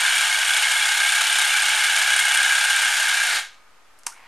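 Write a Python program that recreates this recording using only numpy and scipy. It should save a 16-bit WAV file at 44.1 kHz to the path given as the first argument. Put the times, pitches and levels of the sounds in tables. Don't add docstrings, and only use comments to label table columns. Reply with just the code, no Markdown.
import sys
import numpy as np
from scipy import signal
from scipy.fft import rfft, irfft
from scipy.io import wavfile

SR = 44100
rng = np.random.default_rng(int(sys.argv[2]) if len(sys.argv) > 2 else 0)


def to_wav(sig):
    pcm = np.clip(np.atleast_2d(sig), -1, 1) * 32767
    pcm = np.round(pcm).astype(np.int16)
    wavfile.write(sys.argv[1], SR, pcm.T)


N = 188571
T = np.arange(N) / SR


def undb(db):
    return 10 ** (np.asarray(db) / 20)


def unit(x):
    return x / np.sqrt(np.mean(x ** 2))


def since(s):
    return np.maximum(T - s, 0)


def fade(t, t60):
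    return np.exp(-np.log(1000) * t / t60)


def add(out, s, sound):
    i = int(np.clip(s * SR, 0, N - 1))
    out[i:i + len(sound)] += sound[:N - i]


def stereo(mid, side):
    return np.array([mid + side, mid - side])


def colour(x, points):
    hz, db = np.transpose(points)
    size = 2 * N
    f = np.maximum(np.fft.rfftfreq(size, 1 / SR), 1)
    log_gain = np.log(undb(np.interp(np.log(f), np.log(hz), db)))
    cepstrum = irfft(log_gain)
    cepstrum[1:N] *= 2
    cepstrum[N + 1:] = 0
    response = np.exp(rfft(cepstrum))
    return irfft(rfft(x, size) * response)[..., :N]


def resonate(x, hz, width_hz):
    return signal.lfilter(*signal.iirpeak(hz, hz / width_hz, fs=SR), x)


def ring(x, modes):
    return sum(undb(db) * resonate(x, hz, width) for hz, width, db in modes)


def impacts(per_s, spread_db):
    hit = rng.random(N) < per_s / SR
    sign = rng.choice([-1, 1], N)
    size = undb(spread_db * np.clip(rng.standard_normal(N), -2, 2))
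    return unit(hit * sign * size)


def burst(turns, at, length):
    age = (turns - at) % 1 / length
    return age * np.exp(1 - age)


def bubble(hz, cycles, glide):
    t = np.arange(int(cycles / hz * SR)) / SR
    life = t * hz / cycles
    tone = np.sin(2 * np.pi * hz * t * (1 + glide * life / 2))
    onset = 1 - np.exp(-t * hz / 2)
    return tone * fade(life, 1) * onset


def ringing(turns, rings, detune=0.03, scatter_db=2, late_s=0.000702):
    out = np.zeros(N)
    for at, hz, length_s, db in rings:
        t = T[:int(length_s * SR)]
        swell = np.sin(np.pi * t / length_s) ** 2
        moments = T[np.flatnonzero(np.diff(np.floor(turns - at)) > 0)]
        for s, (late, pitch, size, phase) in zip(moments, rng.standard_normal((200, 4))):
            tone = np.sin(2 * np.pi * (hz * (1 + detune * pitch) * t + phase))
            level = undb(db + scatter_db * size)
            add(out, s - length_s / 2 + late_s * late, level * swell * tone)
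    return out


OFF_S, COAST_S = 3.33, .22
START_TURN = .25
# (time [s], speed [turns per second])
PUMP_SPEED = [(0, 32.61), (.17, 34.86), (.42, 32.93), (.68, 35.02), (1.03, 33.43), (1.3, 34.31),
              (1.5, 33.55), (1.7, 32.64), (2.0, 34.12), (2.35, 33.28), (2.8, 33.62), (3.1, 34.5),
              (3.33, 33.3)]


def rotation():
    coasting = np.maximum(1 - since(OFF_S) / COAST_S, 0)
    speed = np.interp(T, *np.transpose(PUMP_SPEED)) * coasting
    return START_TURN + np.cumsum(speed) / SR


# (moment [part of a turn], frequency [Hz], length [s], relative level [dB])
PISTON_RINGS = [(.41, 1605, .012, .5), (.53, 1700, .008, -8), (.96, 1585, .011, -1), (.06, 830, .011, -20),
                (.43, 860, .011, -18), (.73, 890, .013, -20)]
# (frequency [Hz], width [Hz], relative level [dB])
BODY_MODES = [(858, 120, -6), (1521, 290, -1.5)]


def pump(turns, rattle_db=-16):
    strokes = ringing(turns, PISTON_RINGS, detune=.021, scatter_db=2, late_s=.0005)
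    shaken_body = ring(impacts(5000, 3.7), BODY_MODES)
    rattle = colour(shaken_body, [(200, -36.5), (700, -2.5), (2400, 5), (6000, -24.0)])
    return strokes + undb(rattle_db) * unit(rattle)


# (moment [part of a turn], frequency [Hz], length [s], relative level [dB])
VALVE_RINGS = [(.05, 2991, .013, -3.5), (.38, 3340, .011, 0.5), (.43, 4310, .011, -8),
               (0.549, 1277, .014, -15), (.6, 2872, .015, -2.5), (0.972, 2271, .016, 0)]


def valves(turns):
    return ringing(turns, VALVE_RINGS, detune=0.027, scatter_db=2.0)


def slugs(turns, tail_share=0.87, uneven_db=4.5):
    turn_number = np.maximum(turns - .29, 0).astype(int)
    strength = undb(uneven_db * rng.standard_normal(200))[turn_number]
    head = burst(turns, .29, .09)
    tail = burst(turns, .53, .085)
    return strength * (head + tail_share * tail)


def refill(turns, dip=0.14):
    drawing = np.exp(-((turns % 1 - .21) / .1) ** 2)
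    return 1 - np.clip(dip, 0, 1) * drawing


# (frequency [Hz], relative level [dB])
SPATTER_COLOUR = [(150, -52), (330, -31.5), (500, -22.5), (700, -6), (850, -1), (1080, -6.5), (1350, 1),
                  (1600, 5.5), (1930, -.5), (2250, 3), (2600, 3.5), (3200, 3), (4600, -3.5), (7000, -4),
                  (12000, -36.5)]
# (frequency [Hz], width [Hz], relative level [dB])
SIDE_MODES = [(770, 110, -12), (1560, 120, 0), (1852, 40, 5.5), (2070, 80, 0), (3950, 560, -1.5)]


def splash(slug, short, side_db=1.5):
    on_water, on_side = (impacts(5000, 3.5) * (1 + 0.17 * slug) for _ in range(2))
    spatter = unit(colour(on_water, SPATTER_COLOUR))
    drumming = undb(side_db) * unit(ring(on_side, SIDE_MODES))
    return np.sqrt(1 - short) * spatter + np.sqrt(short) * drumming


# (frequency [Hz], gain [dB])
SPATTER_DIFFERENCE = [(200, -14), (500, -9.5), (750, -21), (1600, -15.5), (1950, -24), (2350, -9.5),
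                      (3000, -45), (4000, -61), (5300, -16), (7500, -31)]


def splash_difference(slug, short, spray_db):
    return colour(splash(slug, short) * undb(spray_db), SPATTER_DIFFERENCE)


# (frequency [Hz], relative level [dB])
MIST_COLOUR = [(2500, -32.5), (5000, -24), (7000, 10), (7900, 7), (8600, 14), (9800, 8.5), (10200, 7),
               (11200, 4.5), (12500, -0.5), (13500, -36.5)]


def mist(slug):
    mid, side = (colour(impacts(4500, 3.5) * (1 + 0.4 * slug), MIST_COLOUR) for _ in range(2))
    side = colour(side, [(6000, -14), (7600, -18), (9000, -11), (12000, -6)])
    return unit(stereo(mid, side))


def plinks(per_s=70, low_hz=2000, high_hz=3700, cycles=26, spread_db=4, plink_db=-1.5):
    out = np.zeros(N)
    for when, pitch, size in rng.random((int(per_s * N / SR), 3)):
        size_db = spread_db * min(-np.log(1 - size), 2)
        hz = low_hz * (high_hz / low_hz) ** pitch
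        add(out, when * N / SR, undb(plink_db + size_db) * bubble(hz, cycles, 0.027))
    return out


# (time [s], peak level [dB])
LOUD_PINGS = [(0.4835, -14), (1.0911, -11), (1.1223, -13), (1.328, -12), (1.3853, -16), (2.165, -9),
              (2.2535, -14), (1.6218, -12), (2.3748, -14), (2.431, -12.5), (2.5503, -16), (2.7636, -12)]


def pings(turns, mist_db, ping_hz=8600, ping_db=9.5, cycles=45):
    out = np.zeros(N)
    landings = np.flatnonzero(np.diff(np.floor(turns - .38)) > 0)
    for i, (late, pitch, size) in zip(landings, rng.standard_normal((len(landings), 3))):
        size_db = 5 * min(size, 1.5)
        ping = bubble(ping_hz * (1 + .025 * pitch), cycles, 0.014)
        add(out, T[i] + 0.00092 * late, undb(mist_db[i] + ping_db + size_db) * ping)
    ping = bubble(ping_hz, cycles, 0.024)
    for s, db in LOUD_PINGS:
        add(out, s, undb(db) * ping / ping.max())
    return out


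# (frequency [Hz], lift [dB])
BOWL_LIFTS = [(738, 5), (836, 5), (1031, 4.5), (1236, 4), (1343, 4), (1400, 6), (1498, 8), (1553, 6),
              (1585, 7.5), (1627, 2), (1720, 3.5), (1783, 6), (1849, 5), (2054, 5), (2108, 5), (2165, 7.5),
              (2264, 2.5), (2342, 7.5), (2407, 3), (2765, 7), (2986, 4), (3303, 5), (3612, 4), (3773, 6)]
# (frequency [Hz], cut as negative gain [dB])
HOLLOWS = [(793, -6.5), (1007, -8), (1383, -6), (1537, -13), (1797, -7), (1905, -7.5), (2206, -5.5),
           (2375, -11), (2451, -4.5), (2615, -5), (2779, -7.5), (3095, -6), (3180, -4), (3252, -9),
           (3415, -6), (3473, -5), (4070, -6)]
# (frequency [Hz], width [Hz], level [dB])
GLASS_MODES = [(1238, 0.86, -3), (2260, 2.2, -9)]


def bowl(x, ring_width_hz=14):
    for hz, db in BOWL_LIFTS + HOLLOWS:
        gain = undb(db)
        x = x + (gain - 1) * resonate(x, hz, ring_width_hz / min(gain, 1))
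    return x + ring(x, GLASS_MODES)


EMPTY_S = 3.3715
FOAM_DB, FOAM_T60_S = -34, 0.37
# (frequency [Hz], width [Hz], relative level [dB])
FOAM_MODES = [(2200, 160, -2), (3800, 600, 0)]


def foam():
    life = (T > EMPTY_S) * fade(since(EMPTY_S), FOAM_T60_S)
    return undb(FOAM_DB) * life * unit(ring(impacts(2000, 2.8), FOAM_MODES))


# (time [s], starting frequency [Hz], level [dB])
LAST_DRIPS = [(4.119, 1380, -33), (4.130, 1500, -38)]


def drips():
    out = np.zeros(N)
    for s, hz, db in LAST_DRIPS:
        add(out, s, undb(db) * bubble(hz, 42, 0.06))
    return out


# (time [s], level before colouring [dB], brightness [dB per octave])
CLICK_CONTACTS = [(3.989, -50, 12.5), (3.994, -49, 8), (4.034, -34.5, -2), (4.053, -47, -5),
                  (4.065, -21, 4), (4.067, -8.5, 1), (4.070, -12.5, -3)]
# (frequency [Hz], gain [dB])
CLICK_COLOUR = [(100, -28), (450, -25), (700, -12), (850, 1), (1050, 2.5), (1550, -6), (2100, -3.5),
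                (3600, -10), (4600, -4), (5500, 1), (7400, -2), (9600, -1), (13000, -17)]
# (frequency [Hz], 60 dB decay time [s], relative level [dB])
PLASTIC_MODES = [(948, .07, -2), (1430, .06, -14), (2130, .05, -20), (5340, .14, -11), (5938, .14, -18),
                 (6600, .13, -11), (7460, 0.12, -2), (8559, .14, -18), (9200, .1, -16)]


def clicks(crack_t60=0.0099, ring_db=-25, tail_db=-23, tail_t60=0.26):
    cracks, tones, t = np.zeros(N), np.zeros(N), T[:SR // 3]
    tone = sum(undb(db) * np.sin(2 * np.pi * hz * t) * fade(t, t60) for hz, t60, db in PLASTIC_MODES)
    octaves = np.log2(np.maximum(np.fft.rfftfreq(len(t), 1 / SR), 1000) / 4000)
    for s, db, tilt_db in CLICK_CONTACTS:
        snap = rng.standard_normal(len(t)) * fade(t, crack_t60)
        rattle = impacts(800, 3.1)[:len(t)] * fade(t, tail_t60)
        contact = np.pad(snap + undb(tail_db) * rattle, (SR // 100, 0))[:len(t)]
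        tilted = irfft(rfft(contact) * undb(tilt_db * octaves), len(t))
        add(cracks, s - 1 / 100, undb(db) * tilted)
        add(tones, s, undb(db + ring_db) * tone)
    return colour(cracks, CLICK_COLOUR) + tones


RUSTLE_S, RUSTLE_ATTACK_S, RUSTLE_DB = 4.11, 0.05, -51.5
# (frequency [Hz], relative level [dB])
RUSTLE_COLOUR = [(400, -23), (950, 0.5), (1400, -9), (2250, 0), (3100, -11), (8000, -31)]


def rustle():
    swell = np.minimum(since(RUSTLE_S) / RUSTLE_ATTACK_S, 1)
    return undb(RUSTLE_DB) * swell * unit(colour(impacts(3000, 2.4), RUSTLE_COLOUR))


# (time [s], level before the decay [dB])
HANDLING_BUMPS = [(.475, -50), (.695, -57), (1.694, -53), (2.22, -48), (2.715, -53)]


def handling(thud_hz=75, thud_t60=0.089, drag_share=0.47, drag_s=0.0215):
    out, t = np.zeros(N), T[:SR // 4]
    for s, db in HANDLING_BUMPS:
        for late_s, share in ((0, 1), (drag_s, drag_share)):
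            noise = rng.standard_normal(len(t))
            thud = unit(resonate(resonate(noise, thud_hz, 106), thud_hz, 106))
            add(out, s + late_s, share * undb(db) * thud * fade(t, thud_t60))
    return out


def room(x, wet_db=-14, t60=0.13, width=0.17):
    t = T[:SR // 3]
    mid, side = rng.standard_normal((2, len(t))) * fade(t, t60) * (t > .004)
    echo = stereo(mid, width * side) / np.sqrt(np.sum(mid ** 2))
    return x + undb(wet_db) * signal.fftconvolve(x, echo, axes=1)[:, :N]


# (frequency [Hz], relative level [dB])
AIR_COLOUR = [(25, -6), (70, -18.5), (160, -21), (300, -17.5), (800, -11.5), (1250, -9.5), (2000, -13.5),
              (3500, -21), (8000, -26.5), (13000, -33)]


def air(air_db=-55.5, hum_hz=46, hum_db=-69):
    mid, side = colour(rng.standard_normal((2, N)), AIR_COLOUR)
    side = colour(side, [(60, -1), (300, -10), (1000, -10.5), (4000, -2.5)])
    hum = unit(np.sin(2 * np.pi * hum_hz * T)) * fade(since(OFF_S), COAST_S)
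    return undb(air_db) * unit(stereo(mid, side)) + undb(hum_db) * hum


SPRAY_DB, MIST_DB, VALVE_DB = -22, -27.5, -22
SLACKEN_S = 2.48
SPRAY_SLACK_DB_PER_S, MIST_SLACK_DB_PER_S, VALVE_SLACK_DB_PER_S = 0.5, 1.5, 14
SPRAY_FALL_DB_PER_S, BODY_FALL_DB_PER_S, MIST_FALL_DB_PER_S = 191, 238, 249
# (time [s], level before the pressure goes [dB])
KNOCKING = [(0, -22), (1.8, -19.5), (2.38, -16.5), (2.7, -20), (3.15, -19), (3.4, -22.5)]
# (time [s], share of the water [0-1])
SHORTFALL = [(3.1, 0.02), (3.27, 0.11), (3.35, 0.4), (3.43, 0)]


def scene():
    turns = rotation()
    slug = slugs(turns)
    short = np.clip(np.interp(T, *np.transpose(SHORTFALL)), 0, 1)

    slack_s, empty_s = since(SLACKEN_S), since(EMPTY_S)
    spray_db = SPRAY_DB - SPRAY_SLACK_DB_PER_S * slack_s - SPRAY_FALL_DB_PER_S * empty_s
    mist_db = MIST_DB - MIST_SLACK_DB_PER_S * slack_s - MIST_FALL_DB_PER_S * empty_s
    valve_db = VALVE_DB - VALVE_SLACK_DB_PER_S * slack_s - BODY_FALL_DB_PER_S * empty_s
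    body_db = np.interp(T, *np.transpose(KNOCKING)) - BODY_FALL_DB_PER_S * empty_s

    machine = pump(turns) * undb(body_db) + valves(turns) * undb(valve_db)
    spray = (splash(slug, short) + plinks()) * refill(turns) * undb(spray_db)
    centre = bowl(machine + spray)
    centre = centre + pings(turns, mist_db) + foam() + drips() + clicks() + rustle() + handling()
    side = splash_difference(slug, short, spray_db) + .5 * handling()
    fine_mist = mist(slug) * np.sqrt(1 - short) * undb(mist_db)
    return room(stereo(centre, side) + fine_mist) + air()


TOP_HZ = 13300


def record(dry):
    offset = -.0024
    low_pass = signal.ellip(10, .2, 70, TOP_HZ, fs=SR, output="sos")
    return signal.sosfilt(low_pass, dry) + offset


dry = scene()
out = record(dry)
to_wav(out)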